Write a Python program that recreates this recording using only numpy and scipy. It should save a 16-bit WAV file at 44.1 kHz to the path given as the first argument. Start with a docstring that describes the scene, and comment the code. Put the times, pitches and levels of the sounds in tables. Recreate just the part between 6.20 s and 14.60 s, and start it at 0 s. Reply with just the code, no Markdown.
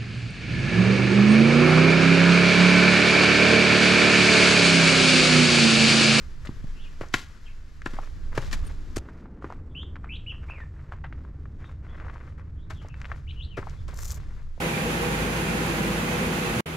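"""A trail walk. Throughout, heels knock on rock, soles grind grit and dry leaves, air rumbles on the camera.
It starts in a hissing wood with far birds; a small object jingles and grit rasps. Near 3 s the trail
opens on a slope above the rushing sea and the image falls to mono. Tipped pebbles clack, faint insects
shrill, a near bird whistles a phrase. The image widens; by 7 s the wood is back, the bird sings again,
and a leg sweeps through dry grass as leaves snap."""
import sys
import numpy as np
from scipy import signal
from scipy.fft import rfft, irfft, next_fast_len
from scipy.io import wavfile
from scipy.ndimage import map_coordinates

SR = 44100
rng = np.random.default_rng(int(sys.argv[2]) if len(sys.argv) > 2 else 0)


def wav_record(signal):
    """Record a signal, one row per channel, as 16-bit PCM in the file named by sys.argv[1]."""
    frames = np.transpose(np.atleast_2d(signal))
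    bounded = np.clip(frames, -1, 1)
    # unit amplitude maps onto the largest positive 16-bit level
    quanta = np.round(bounded * 32767).astype(np.int16)
    wavfile.write(sys.argv[1], SR, quanta)


N = 370440  # 8.4 s

# Levels are ahead of the mix gains.
# Spectral shapes: f/Hz, relative density/dB
BUFFET_SPECTRUM = [(8, -11.5), (18, 16), (32, -5), (50, -4), (80, -19.5), (200, -67), (500, -100)]
RUMBLE_SPECTRUM = [(30, -17), (55, -3.5), (74, -1), (100, -9), (122, -15.5), (140, -10), (175, -24),
                   (300, -39), (900, -94)]
WOOD_SPECTRUM = [(200, 14.5), (750, -4), (1100, 1.5), (1700, 4), (2700, -3.5), (5000, -5), (7400, -10),
                 (8600, -18.5), (13000, -21), (14500, -42)]
SEA_SPECTRUM = [(80, -15), (170, 3.5), (290, 1), (430, -6.5), (700, -18), (1500, -23), (2600, -39),
                (6000, -79)]
GRASS_SPECTRUM = [(3000, -12), (4500, -6), (7200, 2), (8600, -10.5), (13000, -8), (14200, -8),
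                  (15800, -23.5)]
GRIT_SPECTRUM = [(200, -9.5), (1700, 4.5), (3000, -0.5), (7500, -1), (13000, -17.5), (15800, -37.5)]
GRAVEL_SPECTRUM = [(120, -31.5), (300, 0), (500, 5), (750, 0), (1150, 4.5), (2050, 0.5), (2700, -9.5),
                   (4200, -26.5), (9000, -51)]
LEAF_SPECTRUM = [(900, -0.5), (2200, 6), (3800, 5.5), (5500, 2.5), (7300, -0.5), (8600, -8.5),
                 (13000, -14.5), (14200, -18.5), (15800, -40.5)]
# Envelopes: t/s, level/dB
BUFFET_LEVEL = [(0.0, -38.5), (0.56, -35.5), (0.7, -44.5), (1.45, -46), (2.36, -29.5), (2.95, -47),
                (4.3, -46), (6, -52.5), (7.27, -46.5), (8.02, -37), (8.4, -43.5)]
RUMBLE_LEVEL = [(0.0, -48.5), (0.4, -50), (0.51, -51), (1.35, -56), (2.08, -47.5), (2.24, -41.5),
                (3.04, -50), (3.48, -46.5), (4.35, -43.5), (7.25, -43), (8.05, -41.5), (8.4, -53.5)]
GRASS_LEVEL = [(7.729, -52), (7.78, -47.5), (7.911, -41), (8.0, -62)]
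# Surroundings: t/s, wood hiss/dB, sea/dB
AMBIENT_LEVELS = [(0, -54, -60.5), (.55, -54, -60.5), (1.15, -56, -70.5), (1.55, -59, -66),
                  (1.95, -55, -58), (2.4, -55, -53), (2.76, -56, -50), (2.82, -64, -51), (3.1, -80, -48),
                  (4.4, -70.5, -54.5), (6.4, -75.5, -55.5), (7.15, -64.5, -60), (7.3, -70.5, -59),
                  (7.55, -59.5, -60.5), (8.1, -64, -56.5), (8.3, -63, -66)]
# Echo among trees: f/Hz, t60/s
TREE_DECAY = [(300, 0.3), (3000, 0.3), (10000, 0.5)]
# Insect calls: t/s, length/s, level/dB, f/Hz
INSECT_CALLS = [(3.151, 1.8, -91.5, 7700)]
# Far bird notes: t/s, length/s, level/dB, swell/dB, first f/Hz, middle f/Hz, last f/Hz
FAR_NOTES = [(0.551, 0.075, -56, -3, 2720, 2890, 3910), (0.623, 0.047, -52, -2, 3850, 2720, 2430),
             (1.254, 0.028, -50, 5, 3680, 2700, 2330), (3.492, 0.03, -68.5, 8, 3600, 3500, 3330),
             (5.432, 0.031, -58.5, 6, 3260, 3570, 3730), (5.675, .075, -64, -3, 3180, 3450, 3170),
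             (6.362, 0.081, -67.5, 8, 3200, 3470, 3880), (6.539, 0.066, -59, 5, 3810, 3300, 3010),
             (6.692, 0.032, -55.5, -9, 2670, 2580, 2670), (7.57, 0.04, -64, -7, 3400, 3520, 3500)]
# Near bird notes: as above, then trill depth/fraction of pitch, trill rate/Hz
NEAR_NOTES = [(3.547, 0.09, -35.5, 2, 2910, 3115, 3630, 0.056, 140),
              (3.887, 0.088, -34.5, -5, 2460, 2910, 3500, 0.21, 62),
              (4.061, 0.062, -33, 2.5, 2940, 3000, 2810, 0.099, 42),
              (4.28, 0.044, -36.5, 11, 2360, 2544, 2500, 0.05, 73),
              (4.335, 0.1, -36, 11.5, 2785, 2095, 1760, 0.0054, 150),
              (7.066, 0.05, -42, 11, 2474, 3120, 3740, 0.27, 83),
              (7.155, 0.058, -47, 17, 3096, 2980, 3140, 0.085, 205),
              (7.207, 0.047, -36.5, 3, 3280, 3700, 4250, 0.07, 177),
              (7.283, 0.09, -48.5, 2, 3550, 2860, 2290, .025, 290)]
# Jingles of a small object: t/s, level/dB
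JINGLES = [(2.449, -52), (2.465, -42.5)]
# Rasps of grit underfoot: t/s, length/s, level/dB
GRIT_RASPS = [(.251, 0.013, -51), (2.317, 0.039, -40), (2.758, .016, -35), (2.775, 0.016, -40)]
# Soles working the ground: t/s, length/s, gravel/dB, leaves/dB
SOLE_SCUFFS = [(0.25, 0.0081, -48.5, -54.5), (0.809, 0.015, -48, -57.5), (0.923, 0.076, -72, -45.5),
               (1.641, 0.21, -54.5, -57), (2.118, 0.032, -46.5, -62.5), (2.149, 0.0092, -40.5, -48),
               (2.202, 0.067, -50.5, -51), (2.311, 0.012, -52, -45), (2.335, 0.18, -56.5, -59),
               (2.792, 0.24, -60.5, -74.5), (3.206, 0.13, -57, -70), (3.831, 0.023, -56, -88),
               (4.121, 0.01, -53, -80), (4.202, 0.21, -56, -73), (4.53, 0.17, -61.5, -79),
               (4.716, 0.0075, -49.5, -66), (4.92, 0.15, -65, -80), (5.38, 0.12, -58, -70.5),
               (5.622, 0.11, -59.5, -75), (5.724, 0.21, -52, -71), (5.908, 0.19, -58, -71.5),
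               (6.178, 0.012, -54.5, -71), (6.499, 0.0042, -53, -54.5), (6.608, 0.055, -56.5, -67),
               (6.747, 0.23, -58, -66), (7.368, 0.015, -43, -54), (7.438, 0.096, -58, -63),
               (7.679, 0.011, -48, -56), (7.734, 0.25, -57, -63), (7.963, 0.24, -62.5, -69)]
# Dry leaves snapping: t/s, level/dB
LEAF_SNAPS = [(.885, -40), (1.618, -41), (1.6565, -41.5), (3.323, -50), (6.6846, -40.5), (6.8148, -39),
              (7.496, -37), (7.773, -31), (7.79, -30), (7.85, -36), (7.88, -36), (7.905, -22)]
# Loose stones tipping: t/s, level/dB, f/Hz
PEBBLE_CLACKS = [(0.836, -34, 580), (1.618, -29.5, 1760), (1.787, -21.5, 860), (2.887, -34.5, 1180),
                 (3.056, -38.5, 1103), (3.223, -33.5, 1100), (3.243, -23, 1030), (3.302, -27, 900),
                 (3.323, -30, 1000), (3.631, -37.5, 1230), (3.756, -31.5, 1650), (3.764, -33.5, 1340),
                 (3.843, -29, 1250), (4.298, -29.5, 1170), (4.402, -33, 1460), (4.721, -25.5, 1150),
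                 (4.925, -30.5, 1635), (5.049, -39.5, 1150), (5.255, -37.5, 1350), (5.442, -35, 1360),
                 (5.746, -39, 1500), (5.776, -41, 1400), (5.799, -31.5, 1520), (5.866, -34, 960),
                 (5.882, -31, 1430), (5.897, -29.5, 1440), (5.958, -33.5, 1170), (6.648, -35.5, 600),
                 (6.741, -33.5, 1780), (6.815, -29.5, 1780), (6.844, -30, 2050), (6.853, -27, 2130),
                 (6.916, -19.5, 1480), (7.429, -29.5, 1160), (7.47, -27.5, 900), (7.685, -41, 940),
                 (7.736, -39.5, 734), (7.788, -32, 1720), (8.377, -40, 600)]
# Modes of a flat stone knocked at SLAB_KNOCK_HZ: f/Hz, level before roll-off/dB, t60/s
SLAB_MODES = [(1079, -13, 0.11), (1410, 0, 0.042), (1636, -3, 0.069), (1876, 11, 0.027), (2040, -6, .04),
              (2692, 1, .044), (3340, -14.5, .07)]
# Footfalls: t/s, knock/dB, knock f/Hz, settling t60/s, thud/dB, thud f/Hz, grit/dB
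FOOTFALLS = [(0.271, -35.5, 2870, 0.038, -37, 197, -70), (0.291, -37, 1150, 0.011, -21, 197, -75),
             (0.441, -50, 600, 0.026, -26.5, 158, -60), (.811, -30.5, 1420, 0.058, -21, 406, -49),
             (0.9409, -10.5, 2010, 0.035, -17, 244, -25.5), (1.6609, -20, 1460, 0.029, -21.5, 265, -42.5),
             (1.736, -46, 1100, 0.06, -28.5, 212, -54), (2.1774, -15, 1236, 0.021, -11, 453, -36.5),
             (2.331, -28.5, 1920, 0.055, -31, 202, -31.5), (2.769, -39, 900, 0.062, -18, 326, -44),
             (3.243, -47.5, 980, 0.11, -24, 330, -70), (4.84, -34, 1463, 0.094, -53, 313, -66),
             (6.505, -35, 1320, 0.076, -40, 289, -50.5), (7.378, -37, 1210, 0.075, -23.5, 390, -49.5),
             (7.388, -43, 1500, 0.04, -23, 330, -67)]
# Microphone ports, left minus right: f/Hz, level/dB
PORT_BALANCE = [(60, -1), (400, 2), (1300, 6.5), (2200, 4), (4000, 0.5), (10000, 6)]
# Left port's lead: f/Hz, phase/rad
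PORT_PHASE = [(60, 0.15), (700, 0.12), (2100, -0.9), (4000, -0.011), (10000, -0.13)]
# Stereo image: t/s, width/0-1
STEREO_WIDTH = [(0, 0.88), (2.805, 0.74), (2.83, 0), (4.4, 0), (5.2, 0.24), (6.1, 0.82), (7.4, 1)]

JINGLE_MODES, JINGLE_T60_S = [(8900, 1), (11400, -11.5)], 0.056  # modes: f/Hz, level/dB
THROAT_HZ, THROAT_Q = 2863, 4.2
SCOOP_S, NOTE_ATTACK_S, NOTE_RELEASE_S = 0.00612, 0.0052, 0.0024
FAR_TRILL_DEPTH, FAR_TRILL_HZ = 0.02, 122
PRESS_SHARE, RELEASE_T60_S = 0.21, 0.28
GRAVEL_FLOOR_DB, LEAF_FLOOR_DB = -71, -82  # shifting between scuffs
SLAB_KNOCK_HZ, SLAB_DB, SETTLE_DB = 1960, -11.5, 5
BAND_LIMIT_HZ = 15800


def amp(db):
    """dB to gain."""
    return 10 ** (np.asarray(db) / 20)


def unit(x):
    """x at rms 1."""
    return x / np.sqrt(np.mean(x ** 2) + 1e-20)


def along(points, hz):
    """(f/Hz, value) points read on a log axis."""
    f, values = np.transpose(points)
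    return np.interp(np.log(hz + 1), np.log(f + 1), values)


def curves(rows):
    """Per-sample curve for each column after t/s."""
    times_s, *columns = np.transpose(rows)
    return [np.interp(np.arange(N) / SR, times_s, column) for column in columns]


def wobble(rate_hz):
    """Smooth random curve, knots at rate_hz."""
    knots = np.arange(N) * rate_hz / SR
    coarse = np.arange(0, knots[-1] + 1, 1 / 8)
    return np.interp(knots, coarse, map_coordinates(rng.standard_normal(int(knots[-1]) + 4), [coarse]))


def filtered(x, response):
    """x through a frequency response."""
    size = next_fast_len(N + SR // 2)
    return irfft(rfft(x, size) * response(np.fft.rfftfreq(size, 1 / SR)), size)[..., :N]


def coloured(x, spectrum):
    """x shaped by a spectrum, at rms 1."""
    return unit(filtered(x, lambda hz: amp(along(spectrum, hz))))


def spread(pair, side_db):
    """Mid and side to left and right."""
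    mid, side = pair[0], amp(side_db) * pair[1]
    return np.array([mid + side, mid - side])


def add(track, start_s, sound):
    """Mix sound into track."""
    part = track[max(round(start_s * SR), 0):][:len(sound)]
    part += sound[:len(part)]


def rush(spectrum, side_db):
    """Smooth stereo noise."""
    return spread(coloured(rng.standard_normal((2, N)), spectrum), side_db)


def grains(spectrum, rate_hz, scatter_db, clump_db, side_db):
    """Tiny fractures of uneven size, in clumps."""
    place, strength, sign = rng.random((int(rate_hz * N / SR), 2, 3)).T
    size = amp(scatter_db * 3.5 * strength) * np.sign(sign - .5)
    clicks = np.array([np.bincount((p * N).astype(int), g, N) for p, g in zip(place, size)])
    return spread(coloured(clicks * amp(clump_db * wobble(90)), spectrum), side_db)


def knock(t, hz, cycles):
    """Heavily damped ring, fullest after `cycles` periods."""
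    phase = np.maximum(t, 0) * hz
    rise = phase / cycles
    return (rise * np.exp(1 - rise)) ** 2 * np.sin(2 * np.pi * phase)


def clack(t, hz, cycles):
    """Blunt contact: a short wave packet centred at 1.5 ms."""
    phase = (t - .0015) * hz
    return np.exp(-(phase / cycles) ** 2) * np.sin(2 * np.pi * phase)


def settling(t, hz, t60_s, gap_s, cycles, count):
    """Fading follow-up contacts, as of a stone rocking to rest."""
    when_s = np.cumsum(gap_s * rng.uniform(.5, 1.5, count))[:, None]
    pitch_hz = hz * np.exp(rng.uniform(-.35, .35, (count, 1)))
    size = rng.choice([-1, 1], (count, 1)) * amp(-60 * when_s / t60_s)
    return np.sum(size * knock(t - when_s, pitch_hz, cycles), axis=0)


def echo(x):
    """Scattering from trunks and leaves, different at each ear."""
    hz, t, noise = signal.stft(rng.standard_normal((2, SR)), SR, nperseg=256)
    decay = amp(-60 * t / along(TREE_DECAY, hz)[:, None])
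    tail = signal.istft(noise * decay, SR, nperseg=256)[1]
    tail = spread(tail / np.linalg.norm(tail[0]), side_db=-10.5)
    return signal.fftconvolve(x[None], tail, axes=1)[:, :N]


def branches(x, count=24):
    """Weak early reflections from nearby branches smear x."""
    taps = np.zeros((2, SR // 10))
    delay_s = rng.uniform(.002, .04, (2, count))
    size = rng.choice([-1, 1], (2, count)) * np.exp(-delay_s / .018)
    for ear in range(2):
        taps[ear, (delay_s[ear] * SR).astype(int)] = size[ear]
    taps = spread(taps / np.linalg.norm(taps[0]), side_db=-13)
    return signal.fftconvolve(x[None], taps, axes=1)[:, :N]


def wood_and_sea():
    """Fluttering hiss of the wood; low rush of the distant sea."""
    wood_db, sea_db = curves(AMBIENT_LEVELS)
    wood = amp(wood_db + 1.2 * wobble(29)) * rush(WOOD_SPECTRUM, side_db=-6.5)
    sea = amp(sea_db + 1.2 * wobble(5.6)) * rush(SEA_SPECTRUM, side_db=-29)
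    return wood + sea


def air(buffet_gain_db=5, rumble_gain_db=5.5):
    """Air buffets and rumbles on the moving camera."""
    buffet_db = curves(BUFFET_LEVEL)[0] + buffet_gain_db
    rumble_db = curves(RUMBLE_LEVEL)[0] + rumble_gain_db
    buffet = amp(buffet_db + 0.47 * wobble(8.6)) * rush(BUFFET_SPECTRUM, side_db=-10)
    rumble = amp(rumble_db + 0.49 * wobble(9)) * rush(RUMBLE_SPECTRUM, side_db=-36)
    return buffet + rumble


def insects(width_hz=220):
    """Thin, steady shrilling from the scrub."""
    out = np.zeros(N)
    for start_s, length_s, db, pitch_hz in INSECT_CALLS:
        noise = rng.standard_normal(N)
        shrill = unit(filtered(noise, lambda hz: np.exp(-((hz - pitch_hz) / width_hz) ** 2 / 2)))
        gate = signal.windows.tukey(int(length_s * SR))
        add(out, start_s, amp(db) * gate * shrill[:len(gate)])
    return out


def whistle(notes, waver, scoop, rasp_db=2, overtone_db=-37):
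    """Pitch arcs with a deepening trill that ends on an upward flick; the throat's resonance shapes them."""
    song, jitter, rasp = np.zeros(N), wobble(700), amp(rasp_db * wobble(500))
    for start_s, length_s, db, swell_db, first_hz, middle_hz, last_hz, depth, trill_hz in notes:
        t = np.arange(0, length_s, 1 / SR)
        progress, span = t / length_s, round(start_s * SR) + np.arange(len(t))
        arc_hz = np.polyval(np.polyfit([0, .5, 1], [first_hz, middle_hz, last_hz], 2), progress)
        arc_hz *= 1 - scoop * np.exp(-t / SCOOP_S)  # slide up into the note
        trill = depth * progress ** 1.3 * (np.cos(2 * np.pi * trill_hz * (length_s - t)) + .3 * jitter[span])
        pitch_hz = arc_hz * (1 + trill + waver * jitter[span])
        phase = 2 * np.pi * np.cumsum(pitch_hz) / SR
        throat = 1 / np.hypot(1, THROAT_Q * (pitch_hz / THROAT_HZ - THROAT_HZ / pitch_hz))
        edges = np.clip(np.minimum(t / NOTE_ATTACK_S, (length_s - t) / NOTE_RELEASE_S), 0, 1)
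        level = np.sqrt(2) * amp(db + swell_db * (progress - .5)) * edges * rasp[span]
        overtone = amp(overtone_db) * progress * np.sin(2 * phase)
        add(song, start_s, level * (throat * np.sin(phase) + overtone))
    return song


def birds():
    """One bird close on the left; far ones heard more through the trees."""
    near = whistle(NEAR_NOTES, waver=.018, scoop=0.282)
    far = whistle([(*note, FAR_TRILL_DEPTH, FAR_TRILL_HZ) for note in FAR_NOTES], waver=.04, scoop=0)
    close = near * amp([[2.5], [-2.5]]) + .42 * branches(near) + .6 * echo(near)
    distant = .42 * far + .42 * branches(far) + .9 * echo(far)
    return amp(-7) * close + amp(2) * distant


def jingle():
    """A small hard object chatters with a step; the rattling blurs its ring."""
    out, t = np.zeros(N), np.arange(SR // 10) / SR
    onset = 1 - np.exp(-t / .003)
    for start_s, db in JINGLES:
        for hz, mode_db in JINGLE_MODES:
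            blur_rad = np.cumsum(rng.normal(0, .13, len(t)))
            envelope = amp(db + mode_db - 60 * t / JINGLE_T60_S) * onset
            add(out, start_s, envelope * np.sin(2 * np.pi * hz * t + blur_rad))
    return out


def grass(fade_s=0.041):
    """A leg sweeps dry stalks: short, dense, bright crackle."""
    start_s, end_s = GRASS_LEVEL[0][0], GRASS_LEVEL[-1][0]
    t = np.arange(N) / SR
    touch = np.clip(np.minimum(t - start_s, end_s - t) / fade_s, 0, 1)
    crackle = grains(GRASS_SPECTRUM, rate_hz=3000, scatter_db=13.5, clump_db=3, side_db=-10)
    return touch * amp(curves(GRASS_LEVEL)[0] - 2.5) * crackle


def grit_rasps():
    """Short, dense rasps of grit underfoot."""
    envelope = np.zeros(N)
    for start_s, length_s, db in GRIT_RASPS:
        add(envelope, start_s, amp(db) * np.sqrt(np.abs(np.hanning(int(length_s * SR)))))
    return envelope * grains(GRIT_SPECTRUM, rate_hz=9000, scatter_db=4, clump_db=2.5, side_db=-8)


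def pressure():
    """Load on gravel and leaves: in each scuff the weight builds, holds, lifts."""
    power, t = np.zeros((2, N)), np.arange(SR) / SR
    for start_s, length_s, gravel_db, leaves_db in SOLE_SCUFFS:
        build = np.sin(np.pi / 2 * np.minimum(t / (PRESS_SHARE * length_s), 1))
        lift = amp(-60 * np.maximum(t - length_s, 0) / RELEASE_T60_S)
        add(power[0], start_s, (amp(gravel_db) * build * lift) ** 2)
        add(power[1], start_s, (amp(leaves_db) * build * lift) ** 2)
    return np.sqrt(power + amp([[GRAVEL_FLOOR_DB], [LEAF_FLOOR_DB]]) ** 2)


def crunch():
    """Rolling soles grind sand, nudge small stones and crumple dry leaves."""
    on_gravel, on_leaves = pressure()
    sand = grains(GRAVEL_SPECTRUM, rate_hz=2500, scatter_db=2.5, clump_db=3, side_db=-11)
    stones = grains(GRAVEL_SPECTRUM, rate_hz=70, scatter_db=4.5, clump_db=1, side_db=-20)
    crumple = grains(LEAF_SPECTRUM, rate_hz=1900, scatter_db=2, clump_db=2, side_db=-8)
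    cracks = grains(LEAF_SPECTRUM, rate_hz=70, scatter_db=3, clump_db=1, side_db=-12)
    return on_gravel * (sand + amp(-4) * stones) + on_leaves * (crumple + amp(-12.5) * cracks)


def leaf_snaps():
    """A dry leaf snaps and splinters."""
    snaps, t = np.zeros(N), np.arange(SR // 50) / SR
    for start_s, db in LEAF_SNAPS:
        splinters = amp(-9) * settling(t, 6700, t60_s=0.018, gap_s=0.00093, cycles=0.64, count=8)
        add(snaps, start_s, amp(db) * (clack(t, 6100, cycles=1) + splinters))
    return snaps


def pebbles():
    """A tipped stone clacks with a fine tick, then shifts in its bed."""
    clacks, t = np.zeros(N), np.arange(SR // 16) / SR
    for start_s, db, hz in PEBBLE_CLACKS:
        tick = amp(-24.5) * clack(t, 4700, cycles=0.58)
        shift = amp(-2) * settling(t, hz, t60_s=0.042, gap_s=0.0024, cycles=0.34, count=8)
        add(clacks, start_s, amp(db) * (clack(t, hz, cycles=0.68) + tick + shift))
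    return clacks + amp(-18.5) * echo(clacks)


def slab(t, knock_hz):
    """Stone modes, phased per ear; a duller stone rings lower, with weaker high modes."""
    mode_hz, db, t60_s = np.transpose(SLAB_MODES)[:, :, None]
    rolloff = 1 / np.hypot(1, (mode_hz / knock_hz) ** 4)
    phase = rng.uniform(0, 2 * np.pi, mode_hz.shape) + rng.normal(0, 1, (2, *mode_hz.shape))
    tuning = (knock_hz / SLAB_KNOCK_HZ) ** .25
    modes = rolloff * amp(db - 60 * t / t60_s) * np.sin(2 * np.pi * tuning * mode_hz * t + phase)
    return modes.sum(axis=1) * (1 - np.exp(-t / 0.0001))


def footfalls():
    """The heel knocks and rings rock, the ground thuds under the weight, crushed grit spits."""
    blows, crush, rings = np.zeros(N), np.zeros(N), np.zeros((2, N))
    t = np.arange(SR // 10) / SR
    spit = (1 - np.exp(-(t / 0.0018) ** 2)) * amp(-60 * t / 0.082)
    for start_s, db, hz, t60_s, thud_db, thud_hz, grit_db in FOOTFALLS:
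        rocking = amp(SETTLE_DB) * settling(t, hz, t60_s, gap_s=.0013, cycles=0.47, count=28)
        rock = knock(t, hz, cycles=1) + rocking
        ground = knock(t, thud_hz, cycles=0.48) + amp(-11) * knock(t, 131, cycles=0.95)
        add(blows, start_s, amp(db) * rock + amp(thud_db) * ground)
        for ear, ring in zip(rings, slab(t, hz)):
            add(ear, start_s, amp(db + SLAB_DB) * ring)
        add(crush, start_s - .004, amp(grit_db) * spit)  # grit yields before heel meets rock
    grit = crush * grains(LEAF_SPECTRUM, rate_hz=5000, scatter_db=6, clump_db=2, side_db=-6)
    return blows + rings + amp(1) * grit + amp(-11.5) * echo(blows + rings.mean(axis=0))


def scene():
    """Walker and surroundings, stereo."""
    walker = footfalls() + pebbles() + crunch() + leaf_snaps() + grit_rasps() + grass() + jingle()
    return walker + birds() + insects() + air() + wood_and_sea()


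def record(dry):
    """Camera: ports differ in level and phase, the image narrows in the open, the band is limited."""
    def ports(hz):
        level_db = np.outer([.5, -.5], along(PORT_BALANCE, hz))
        phase_rad = np.outer([.5, -.5], along(PORT_PHASE, hz))
        return amp(level_db) * np.exp(1j * phase_rad)

    left, right = filtered(dry, ports)
    mid = (left + right) / 2
    side = curves(STEREO_WIDTH)[0] * (left - right) / 2
    return filtered(np.array([mid + side, mid - side]), lambda hz: hz < BAND_LIMIT_HZ)


dry = scene()
out = record(dry)
wav_record(out)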